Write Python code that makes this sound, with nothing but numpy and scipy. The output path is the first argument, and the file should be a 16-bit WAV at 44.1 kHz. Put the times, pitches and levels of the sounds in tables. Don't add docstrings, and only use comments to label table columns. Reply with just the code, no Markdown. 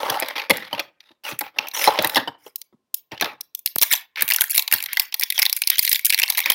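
import sys
import numpy as np
from scipy import signal
from scipy.fft import rfft, irfft
from scipy.io import wavfile
from scipy.ndimage import uniform_filter1d, minimum_filter1d, map_coordinates

SR = 44100
rng = np.random.default_rng(int(sys.argv[2]) if len(sys.argv) > 2 else 0)


def unload_audio(sound):
    columns = np.transpose(np.atleast_2d(sound))
    steps = np.round(np.clip(columns, -1, 1) * 32767)
    wavfile.write(sys.argv[1], SR, steps.astype(np.int16))


N = 288414
TIME = np.arange(N) / SR


def amp(db):
    return 10 ** (np.asarray(db) / 20)


def unit(x):
    return x / np.sqrt(np.mean(x ** 2) + 1e-20)


def burst(x, seconds):
    return x / np.sqrt(np.sum(x ** 2) / (seconds * SR) + 1e-20)


def read(points, hz):
    f, value = np.transpose(points)
    return np.interp(np.log(hz + 1), np.log(f), value)


def add(mix, s, sound):
    part = mix[max(round(s * SR), 0):][:len(sound)]
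    part += sound[:len(part)]


def impulse(points, size=1024):
    log_gain = np.log(amp(read(points, abs(np.fft.fftfreq(2 * size, 1 / SR)))))
    spectrum = np.exp(np.conj(signal.hilbert(log_gain)))
    return np.fft.ifft(spectrum).real[:size]


def through(x, response):
    return signal.fftconvolve(x, response)[:len(x)]


def band(x, low_hz, high_hz):
    return signal.sosfilt(signal.butter(2, [low_hz, high_hz], "band", fs=SR, output="sos"), x)


def above(x, hz, order):
    return signal.sosfilt(signal.butter(order, min(hz, .45 * SR), "high", fs=SR, output="sos"), x)


def ring(x, hz, width):
    return signal.lfilter(*signal.iirpeak(min(hz, .45 * SR), hz / width, SR), x)


def gliding_ring(x, hz, width):
    turn = np.exp(2j * np.pi * np.cumsum(hz) / SR)
    r = np.exp(-np.pi * width / SR)
    smoothed = signal.lfilter([(1 - r) ** 2], [1, -2 * r, r * r], x / turn)
    return (turn * smoothed).real


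def wander(per_s):
    knots = rng.standard_normal(2048)
    return np.interp(TIME * per_s, np.arange(len(knots)), knots)


def patchy(x, depth_db, spacing_hz):
    hz = np.fft.rfftfreq(2 * len(x), 1 / SR)
    hills = np.clip(rng.standard_normal(128), -1.5, 1.5)
    colour = amp(depth_db * np.interp(hz / spacing_hz, np.arange(len(hills)), hills))
    return irfft(rfft(x, 2 * len(x)) * colour)[:len(x)]


def shifting(x, depth_db, spacing_hz, per_s):
    hz, t, z = signal.stft(x, SR, nperseg=512)
    hills = np.clip(rng.standard_normal((256, 1024)), -2, 2)
    where = np.meshgrid(hz / spacing_hz, t * per_s, indexing="ij")
    colour_db = depth_db * map_coordinates(hills, where, order=1, mode="nearest")
    return signal.istft(z * amp(colour_db), SR, nperseg=512)[1][:N]


def gesture_db(age, length, attack_s, release_db_per_s):
    attack_db = 20 * np.log10(np.clip(age / attack_s, 1e-9, 1))
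    return attack_db - release_db_per_s * np.maximum(age - length, 0)


# (frequency [Hz], gain [dB])
AIR_COLOUR = [(30, -11), (450, -2.5), (1400, -13.5), (5000, -18), (16000, -27)]
WHINE_HZ, WHINE_WIDTH_HZ, WHINE_DB = 1060, 25, -81


def ambience():
    air = amp(-75.0) * unit(through(rng.standard_normal(N), impulse(AIR_COLOUR)))
    whine_hz = WHINE_HZ * (1 + .02 * wander(0.79))
    whine = gliding_ring(rng.standard_normal(N), whine_hz, WHINE_WIDTH_HZ)
    swell_db = 4.1 * np.tanh(wander(4.1))
    return air + amp(WHINE_DB + swell_db) * unit(whine)


# (frequency [Hz], width [Hz], gain [dB])
BOX_MODES = [(316, 66, -3), (463, 17, -6.5), (585, 110, -1.5), (843, 120, 3.5), (1035, 130, -9),
             (1262, 23, -3.5)]


def panels(x):
    return sum(amp(db) * ring(x, hz, width) for hz, width, db in BOX_MODES)


SLIP_S = 0.0025


def slips(per_s, spread_db, smooth):
    size = amp(spread_db * np.minimum(rng.exponential(1, N), 4))
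    starts = size * (rng.random(N) < per_s / SR)
    ticks = signal.lfilter([1], [1, -np.exp(-1 / (SLIP_S * SR))], starts)
    drive = (unit(ticks) + smooth) * rng.standard_normal(N)
    return drive / np.sqrt(abs(uniform_filter1d(drive ** 2, size=1300)) + 1e-9)


# (start [s], length [s], drone [dB], rasp [dB], hiss before its 3 dB cut [dB],
# swell over the stroke [dB], mean pitch of the song [Hz])
FRICTION_STROKES = [(0, 0.16, -28, -31, -38, 3.5, 986), (0.18, 0.13, -37, -34.5, -56, 4, 2168),
                    (0.354, 0.043, -32.5, -27.5, -56, 3, 2200), (0.429, 0.024, -42, -42, -67, -9, 2388),
                    (0.528, 0.15, -44, -36, -63, -9, 2028), (0.709, 0.084, -39, -40, -71, 9.5, 2457),
                    (1, 0.033, -71, -53, -76, 5, 2450), (1.048, 0.069, -63, -56.5, -72, 2.5, 3634),
                    (1.236, 0.07, -38, -33, -35.5, 6.5, 2595), (1.431, 0.043, -44.5, -43.5, -71, 0.5, 2420),
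                    (1.533, 0.044, -50, -55, -82, 23, 2180), (1.6, 0.067, -40.5, -42, -68, -1.5, 2716),
                    (1.735, 0.12, -34.5, -26.5, -24, 9, 5210), (1.866, 0.0082, -39, -18.5, -44, -8, 1036),
                    (1.899, 0.16, -31, -31.5, -40.5, 5.5, 971), (2.09, 0.076, -36.5, -39, -38, 6, 1908),
                    (2.164, 0.016, -47, -16.5, -39, -12, 1841), (2.381, 0.1, -65.5, -63.5, -53.5, 16, 2210),
                    (3.112, 0.029, -39.5, -43, -62.5, 4.5, 2870),
                    (3.241, 0.088, -36, -38, -69, -20.5, 2400), (3.835, 0.098, -98, -44, -36, -2, 3380),
                    (4.17, 0.052, -41.5, -28.5, -43, -3.5, 2276), (4.884, 0.036, -84, -37.5, -73, 4, 2183),
                    (5.343, 0.024, -73, -35, -33, 0, 3310), (5.71, 0.04, -84, -28.5, -48, -10, 2920),
                    (6.45, 0.049, -51, -31, -44, 2, 2300)]
STROKE_ATTACK_S, STROKE_RELEASE_DB_PER_S = 0.0039, 414


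def stroke_gains():
    gains, age = np.zeros((3, N)), np.arange(SR // 2) / SR
    for start, length, *levels, swell_db, _ in FRICTION_STROKES:
        shape_db = gesture_db(age, length, STROKE_ATTACK_S, STROKE_RELEASE_DB_PER_S)
        shape_db += swell_db * (np.minimum(age / length, 1) - .5)
        for gain, db in zip(gains, levels):
            add(gain, start, amp(db + shape_db))
    return gains


# (frequency [Hz], gain [dB])
RASP_COLOUR = [(300, -40), (900, -25), (1400, -7), (1900, 2.5), (2400, -2), (3300, -0.5), (5300, -10.5),
               (7500, -32), (12000, -17.5), (16000, -25.5)]
# (frequency [Hz], gain [dB])
SIZZLE_COLOUR = [(2000, -77.5), (6500, -10), (8000, -10.5), (9800, -2), (12800, -4), (15300, -1.5),
                 (16500, -5)]
SONG_WIDTH_HZ, SONG_DB = 460, -3.5
SQUEAK_HZ, SQUEAK_WIDTH_HZ, SQUEAK_DB = 5300, 710, -6.5
PITCH_DRIFT = 0.07


def friction():
    drone, rasp, hiss = stroke_gains()
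    catches = slips(per_s=170, spread_db=3.0, smooth=0.83)
    resonant = band(panels(catches), 410, 1300)
    body = drone * unit(shifting(resonant, depth_db=5.0, spacing_hz=168.6, per_s=30))

    starts, *_, pitches = np.transpose(FRICTION_STROKES)
    latest = np.maximum(np.searchsorted(starts, TIME) - 1, 0)
    song_hz = pitches[latest] * (1 + PITCH_DRIFT * wander(28))
    song = gliding_ring(catches, song_hz, SONG_WIDTH_HZ)
    scrape = unit(through(catches, impulse(RASP_COLOUR))) + amp(SONG_DB) * unit(song)
    raspy = rasp * unit(shifting(scrape, depth_db=3.5, spacing_hz=404, per_s=49))

    fizz = catches + 2.0 * slips(per_s=5900, spread_db=8.5, smooth=0.97)
    squeak_hz = SQUEAK_HZ * (1 + PITCH_DRIFT * wander(26))
    squeak = gliding_ring(fizz, squeak_hz, SQUEAK_WIDTH_HZ)
    rub = unit(through(fizz, impulse(SIZZLE_COLOUR))) + amp(SQUEAK_DB) * unit(squeak)
    hissing = hiss * unit(shifting(rub, depth_db=6.0, spacing_hz=604, per_s=130))
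    return body + raspy + amp(-3.0) * hissing


# (frequency [Hz], gain [dB])
HOLLOW_COLOUR = [(25, -30.5), (60, -15), (125, -4), (240, 2), (340, -0.5), (600, -39.5), (2000, -69)]
# (time [s], level [dB], main ring [Hz], crack against the ring [dB],
# thump against the ring [dB])
BLOWS = [(0.097, -34.5, 980, 15, -8.5), (0.224, -28, 600, 8, -29), (0.4977, -28.5, 1150, 12.5, -33),
         (0.503, -19, 542, 10.5, -12), (0.73, -28.5, 940, 7, -16), (0.795, -34, 1240, 15, -32.5),
         (1.108, -53.5, 280, -14, -15.5), (1.322, -40.5, 264, 3, -3.5), (1.412, -31.5, 833, 3, -22),
         (1.587, -33, 920, 3, -22), (1.876, -15.5, 836, 2, -54), (1.881, -15.5, 870, -18, -36),
         (1.989, -22.5, 540, 6, -13), (2.045, -24.5, 935, 7.5, -15), (2.159, -26.5, 860, 13.5, -16),
         (2.17, -19.5, 902, 4, -15), (2.276, -30, 937, 6.5, -15.5), (2.465, -43.5, 456, 1, -27),
         (2.727, -56.5, 360, -10, 1), (3.121, -40.5, 321.5, 7, -4.5), (3.212, -31.5, 1120, 11, -11.5),
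         (3.224, -28, 741, 8.5, -12.5), (4.222, -41, 1180, 21, -8), (4.736, -39.5, 960, 24, -8),
         (6.46, -38.5, 1194, 0, -33)]


def knocks():
    out, t = np.zeros(N), np.arange(6000) / SR
    rasp, thump = impulse(RASP_COLOUR), impulse(HOLLOW_COLOUR, size=2048)
    for s, db, hz, crack_db, thump_db in BLOWS:
        grit = rng.standard_normal(len(t))
        blow = grit * np.exp(-t / 0.0061) * (1 - np.exp(-t / 0.018))
        push = np.exp(-t / 0.00028)
        contact = burst(blow, 0.028) + 0.47 * burst(push, 0.0079)
        body = 0.99 * burst(ring(contact, hz, 97), 0.011) + 0.53 * burst(panels(contact), 0.022)
        chatter = grit * abs(grit) * np.exp(-t / 0.0067) * (1 - np.exp(-t / 0.00029))
        crack = patchy(through(chatter, rasp), depth_db=12.0, spacing_hz=336.6)
        sound = burst(band(body, 270, 1000), 0.033) + amp(crack_db) * burst(crack, 0.0064)
        hollow = through(contact * (1 - np.exp(-t / 0.016)), thump)
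        sound += amp(thump_db) * burst(hollow + 0.62 * band(hollow, 80, 160), 0.045)
        add(out, s - .001, amp(db) * sound)
    return out


CUT_BASE_HZ, CUT_SHARE = 897, 0.27


def radiated(x, hz):
    return above(x, CUT_BASE_HZ + CUT_SHARE * hz, order=8)


# (frequency [Hz], gain [dB])
FOLD_COLOUR = [(100, -32.5), (500, -1), (900, -7), (1400, -1.5), (2100, 3), (3000, -3.5), (4200, -0.5),
               (5600, -3), (7600, -26.5), (11000, -21), (16000, -22)]


def buckle(rows, patchy_db, patch_hz):
    out, t = np.zeros(N), np.arange(1024) / SR
    fold, sizzle = impulse(FOLD_COLOUR), impulse(SIZZLE_COLOUR)
    lead = .003
    for s, db, hz, sizzle_db in rows:
        grit = rng.standard_normal(len(t))
        softness, gap, spring, tint = rng.random(4)
        age = np.maximum(t - lead, 0)
        spike = np.exp(-age / (0.00043 + 0.0011 * softness)) + 0.3 * np.exp(-age / 0.0039)
        drive = grit * np.where(t < lead, 0.25 * (t / lead) ** 2, spike)
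        delay = int(SR * (0.00083 + 0.002 * gap))
        bounce = np.roll(spike * (t >= lead), delay) * rng.standard_normal(len(t))
        drive = patchy(drive + 0.82 * spring * bounce, depth_db=patchy_db, spacing_hz=patch_hz)
        sheet, top = radiated(through(drive, fold), hz), through(drive, sizzle)
        low = unit(ring(sheet, hz, 0.12 * hz)) + 0.99 * unit(sheet)
        high = unit(ring(top, 12200 + 1400 * tint, 420)) + 2.3 * unit(top)
        sound = burst(low, 0.0052) + amp(sizzle_db) * burst(high, 0.006)
        add(out, s - lead, amp(db) * sound)
    return out


# (time [s], level [dB], ring [Hz], sizzle against the ring [dB])
SHARP_SNAPS = [(0.101, -22.5, 5160, 3), (0.2, -38, 3560, 18), (0.285, -30.5, 2100, 1.5),
               (0.371, -31, 1880, -28), (0.3852, -35, 2000, -7), (0.418, -30, 2000, -22),
               (0.44, -47, 3570, -9), (0.508, -14, 2700, -1.5), (0.5706, -29.5, 2320, 2.5),
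               (0.749, -29.5, 2700, -17), (0.7984, -24.5, 2500, -7), (1.0053, -41.5, 3600, -31),
               (1.391, -31, 2270, 13), (1.4094, -24.5, 2310, -1), (1.5864, -11.5, 2720, -23),
               (1.671, -30, 2540, -10), (1.685, -34.5, 6240, 6.5), (1.714, -35, 4000, -12),
               (1.8413, -14.5, 2240, -7), (1.9895, -15, 1930, -35), (2.024, -29.5, 3940, 8),
               (2.047, -17, 3900, 0), (2.073, -28, 2570, 8.5), (2.096, -26, 3800, 1),
               (2.147, -22.5, 3550, -5), (2.5591, -32.5, 6620, 10), (2.6165, -36, 5800, 2),
               (2.9435, -29, 5220, 13.5), (3.1182, -34.5, 2600, -25), (3.177, -35, 3000, -24),
               (3.199, -31, 2500, -26), (3.2112, -19.5, 2700, -2), (3.223, -21, 3730, -12),
               (3.245, -23.5, 3670, -11), (3.256, -29, 3600, -12), (3.409, -29, 6000, 2),
               (3.55, -30.5, 6530, 9), (3.592, -52, 6000, 19.5), (3.661, -20.5, 3780, 8),
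               (3.6747, -26, 4330, -4), (3.7589, -32, 5500, 14.5), (3.7842, -24, 4100, 9.5),
               (3.7938, -30, 4330, -9), (3.8154, -16, 5600, 2.5), (3.823, -16.5, 3400, 8.5),
               (3.8302, -15, 5800, 6.5), (3.9228, -18, 3200, -4), (3.935, -14, 3440, 2.5),
               (4.1592, -28.5, 2600, -20), (4.2094, -23.5, 2560, 0), (4.222, -17.5, 1700, 10.5),
               (4.2794, -24, 2920, 4), (4.289, -26.5, 2480, 9.5), (4.303, -17.5, 2050, 1),
               (4.31, -17, 1830, 1), (4.3207, -13.5, 2720, -12), (4.3363, -24.5, 6860, 10),
               (4.3442, -20, 2800, 1), (4.362, -20, 5900, 6), (4.385, -22, 1520, -13),
               (4.409, -15.5, 3380, 6), (4.418, -18, 1570, 7.5), (4.4394, -24, 1770, 4.5),
               (4.505, -42, 6800, 24), (4.51, -37.5, 4354, 21), (4.5466, -26, 2858, 4),
               (4.559, -25.5, 2210, 7), (4.5787, -12, 4140, 4), (4.594, -16.5, 3900, 2),
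               (4.623, -27.5, 4170, 4), (4.678, -19.5, 3900, -5), (4.7139, -24, 1700, 0),
               (4.725, -13, 2620, 3), (4.739, -22, 5180, 14), (4.804, -27, 2780, -3),
               (4.8255, -29.5, 2280, 6.5), (4.839, -29.5, 4000, 6.5), (4.86, -25.5, 3720, -1),
               (4.9311, -25, 2330, 5), (4.9712, -13, 2030, -9), (4.997, -13, 5100, 4),
               (5.1246, -28.5, 3340, -10), (5.1425, -20, 4360, 2), (5.197, -25, 5370, 7.5),
               (5.211, -27, 2030, 6), (5.221, -25, 2500, 2), (5.228, -19, 2350, -23),
               (5.2348, -16, 5440, -0.5), (5.3025, -18, 3700, 2), (5.3237, -23, 2530, 0),
               (5.3792, -17.5, 3170, -9), (5.3905, -15, 2120, 3.5), (5.3946, -16.5, 2580, 4),
               (5.4197, -11.5, 5260, -7), (5.4278, -14, 2210, 1), (5.454, -16, 3500, -1.5),
               (5.463, -12.5, 3640, -8), (5.497, -22, 3960, 2), (5.528, -17, 5130, 3),
               (5.565, -30.5, 2520, 12.5), (5.5717, -31.5, 2270, 2), (5.619, -18, 2460, 3),
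               (5.637, -23, 5300, -31), (5.6733, -14.5, 5120, 1), (5.685, -32, 2820, 2),
               (5.7003, -12.5, 3630, 7), (5.783, -18, 3480, -0.5), (5.7918, -10, 4530, 4),
               (5.8297, -28, 4090, 10), (5.8501, -20, 4300, 4.5), (5.8768, -16, 4060, -5.5),
               (5.894, -26, 6914, 14), (5.915, -16.5, 3860, 0.5), (5.9289, -14.5, 5076, 7.5),
               (5.947, -20, 3650, -9), (5.9585, -17.5, 3670, -5), (5.9936, -26.5, 2144, 2),
               (6.0488, -18.5, 6586, 9.5), (6.055, -20, 6300, 12), (6.065, -23, 6160, 9),
               (6.097, -18.5, 4200, -3), (6.1027, -13.5, 2460, 2), (6.1253, -16, 2455, -4),
               (6.1348, -17.5, 2930, -3), (6.145, -12, 4220, -2), (6.178, -22.5, 2300, -1.5),
               (6.1885, -16.5, 2205, -2), (6.1973, -16.5, 2370, 1.5), (6.2186, -15.5, 2730, -11),
               (6.2315, -18, 2660, 1.5), (6.2356, -11.5, 2910, -13), (6.2797, -25, 4410, -8),
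               (6.301, -16.5, 4500, 8), (6.3228, -28, 3795, -2), (6.3735, -19.5, 3880, -1),
               (6.38, -19.5, 2040, 5), (6.3895, -18.5, 2290, 0), (6.4033, -21.5, 2540, 3),
               (6.4364, -33, 3496, -23.5), (6.4596, -13.5, 2390, -9), (6.501, -9, 3147, 2.5),
               (6.5192, -18.5, 2506, 1)]


def snaps():
    return buckle(SHARP_SNAPS, patchy_db=3.5, patch_hz=659)


# (time [s], tug against the snap [dB])
FILM_GRIP = [(3.66, -40), (3.78, -19), (3.82, 2.5), (4.58, -2.5), (5.2, -1), (5.3, -32), (5.39, 1.5),
             (5.48, -13), (6.12, -14), (6.3, 2.5)]
STACK_HZ, STACK_WIDTH_HZ, STACK_DECAY_S = 933, 220, 0.007


def stack():
    tugs, t = np.zeros(N), np.arange(2048) / SR
    for s, db, _, _ in SHARP_SNAPS:
        tug = burst(rng.standard_normal(len(t)) * np.exp(-t / STACK_DECAY_S), 0.007)
        grip_db = np.interp(s, *np.transpose(FILM_GRIP))
        add(tugs, s, amp(db + grip_db) * tug)
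    tock = ring(tugs, STACK_HZ, STACK_WIDTH_HZ)
    return above(band(tock, 340, 2200), 330, order=3)


# (time [s], peak before the high-pass [dB])
LOW_PULSES = [(3.7627, -10.5), (3.7841, -21), (3.8156, -19.5), (5.7925, -19), (5.9295, -18.5),
              (6.5032, -17.5)]
PULSE_RISE_S, PULSE_LOW_HZ = 0.000092, 140


def low_pulses():
    out, u = np.zeros(N), np.arange(1024) / SR / PULSE_RISE_S
    for s, db in LOW_PULSES:
        add(out, s, amp(db) * above(u * np.exp(1 - u), PULSE_LOW_HZ, order=2))
    return out


# (start [s], length [s], level of the creases before spread and 1.5 dB lift [dB],
# mean sizzle against their ring [dB])
WRAPPER_SQUEEZES = [(3.811, 0.0062, -21.5, 1.5), (3.898, 0.039, -24.5, 3.5), (4.276, 0.26, -52, 10),
                    (4.49, 0.083, -35.5, 7.5), (4.722, 0.052, -31, 0), (4.92, 0.11, -39, -1.5),
                    (5.554, 0.019, -48, 10), (5.735, 0.02, -31.5, -2), (5.809, 0.148, -35.5, 6.5),
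                    (6.045, 0.016, -31, 2), (6.214, 0.2, -36, -1), (6.369, 0.17, -33.5, -9)]
SQUEEZE_ATTACK_S, SQUEEZE_RELEASE_DB_PER_S = 0.012, 440
CREASES_PER_S, CREASE_SPREAD_DB, SIZZLE_SPREAD_DB = 130, 14, 9.5
CREASE_LOW_HZ, CREASE_SPAN_HZ = 2230, 2780
FAINTEST_DB = -70


def crackle(count=400):
    when, size, pitch, shine = rng.random((count, 4)).T
    times = WRAPPER_SQUEEZES[0][0] + (np.arange(count) + when) / CREASES_PER_S
    effort_db = np.array([db + gesture_db(times - start, length, SQUEEZE_ATTACK_S, SQUEEZE_RELEASE_DB_PER_S)
                          for start, length, db, _ in WRAPPER_SQUEEZES])
    level_db = effort_db.max(axis=0) + CREASE_SPREAD_DB * (size - .5) + 1.5
    strongest = effort_db.argmax(axis=0)
    sizzle_db = np.array(WRAPPER_SQUEEZES)[strongest, -1] + SIZZLE_SPREAD_DB * (shine - .5)
    ring_hz = CREASE_LOW_HZ + CREASE_SPAN_HZ * pitch ** 2
    creases = np.transpose([times, level_db, ring_hz, sizzle_db])
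    heard = (times < N / SR) & (level_db > FAINTEST_DB)
    return buckle(creases[heard], patchy_db=15.0, patch_hz=553)


# (frequency [Hz], time to decay by 60 dB [s])
ROOM_DECAY = [(150, 0.5), (800, 0.3), (2500, 0.35), (5000, 0.24), (9000, 0.09), (15000, 0.22)]


def room(x):
    noise = rng.standard_normal(SR // 2)
    hz, t, z = signal.stft(noise, SR, nperseg=256)
    decay = amp(-60 * t / read(ROOM_DECAY, hz)[:, None])
    tail = signal.istft(z * decay, SR, nperseg=256)[1]
    tail = tail * np.clip((np.arange(len(tail)) / SR - .015) / 0.009, 0, 1)
    return through(x, tail / np.linalg.norm(tail))


# (frequency [Hz], gain [dB])
REFLECTION_COLOUR = [(600, -1), (1300, 1.5), (2500, -4.5), (5500, -4.5), (8000, 5), (14000, -0.5)]


def scene():
    snapping = snaps() + crackle() + stack()
    handling = knocks() + friction()
    sent = amp(-17.5) * snapping + amp(-19) * handling
    echo = room(through(sent, impulse(REFLECTION_COLOUR)))
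    echo = shifting(echo, depth_db=4.0, spacing_hz=458.4, per_s=60)
    return (snapping + handling + low_pulses() + echo + ambience())[None]


EDGE_HZ = 16050


def record(dry):
    level_db = 10 * np.log10(abs(uniform_filter1d(dry[0] ** 2, size=600)) + 1e-12)
    gated = dry[0] * amp(np.clip(0.55 * (level_db + 45), -7, 0))
    headroom = 1.4 / np.maximum(abs(gated), 1.4)
    limited = gated * uniform_filter1d(minimum_filter1d(headroom, size=45), size=45)
    clipped = limited / (1 + limited ** 8) ** (1 / 8)
    lopsided = above(clipped + 0.013 * clipped ** 2, 55, order=2)
    low_pass = signal.firwin(255, EDGE_HZ, window=("kaiser", 8), fs=SR)
    return signal.oaconvolve(lopsided, low_pass, "same")[None]


dry = scene()
out = record(dry)
unload_audio(out)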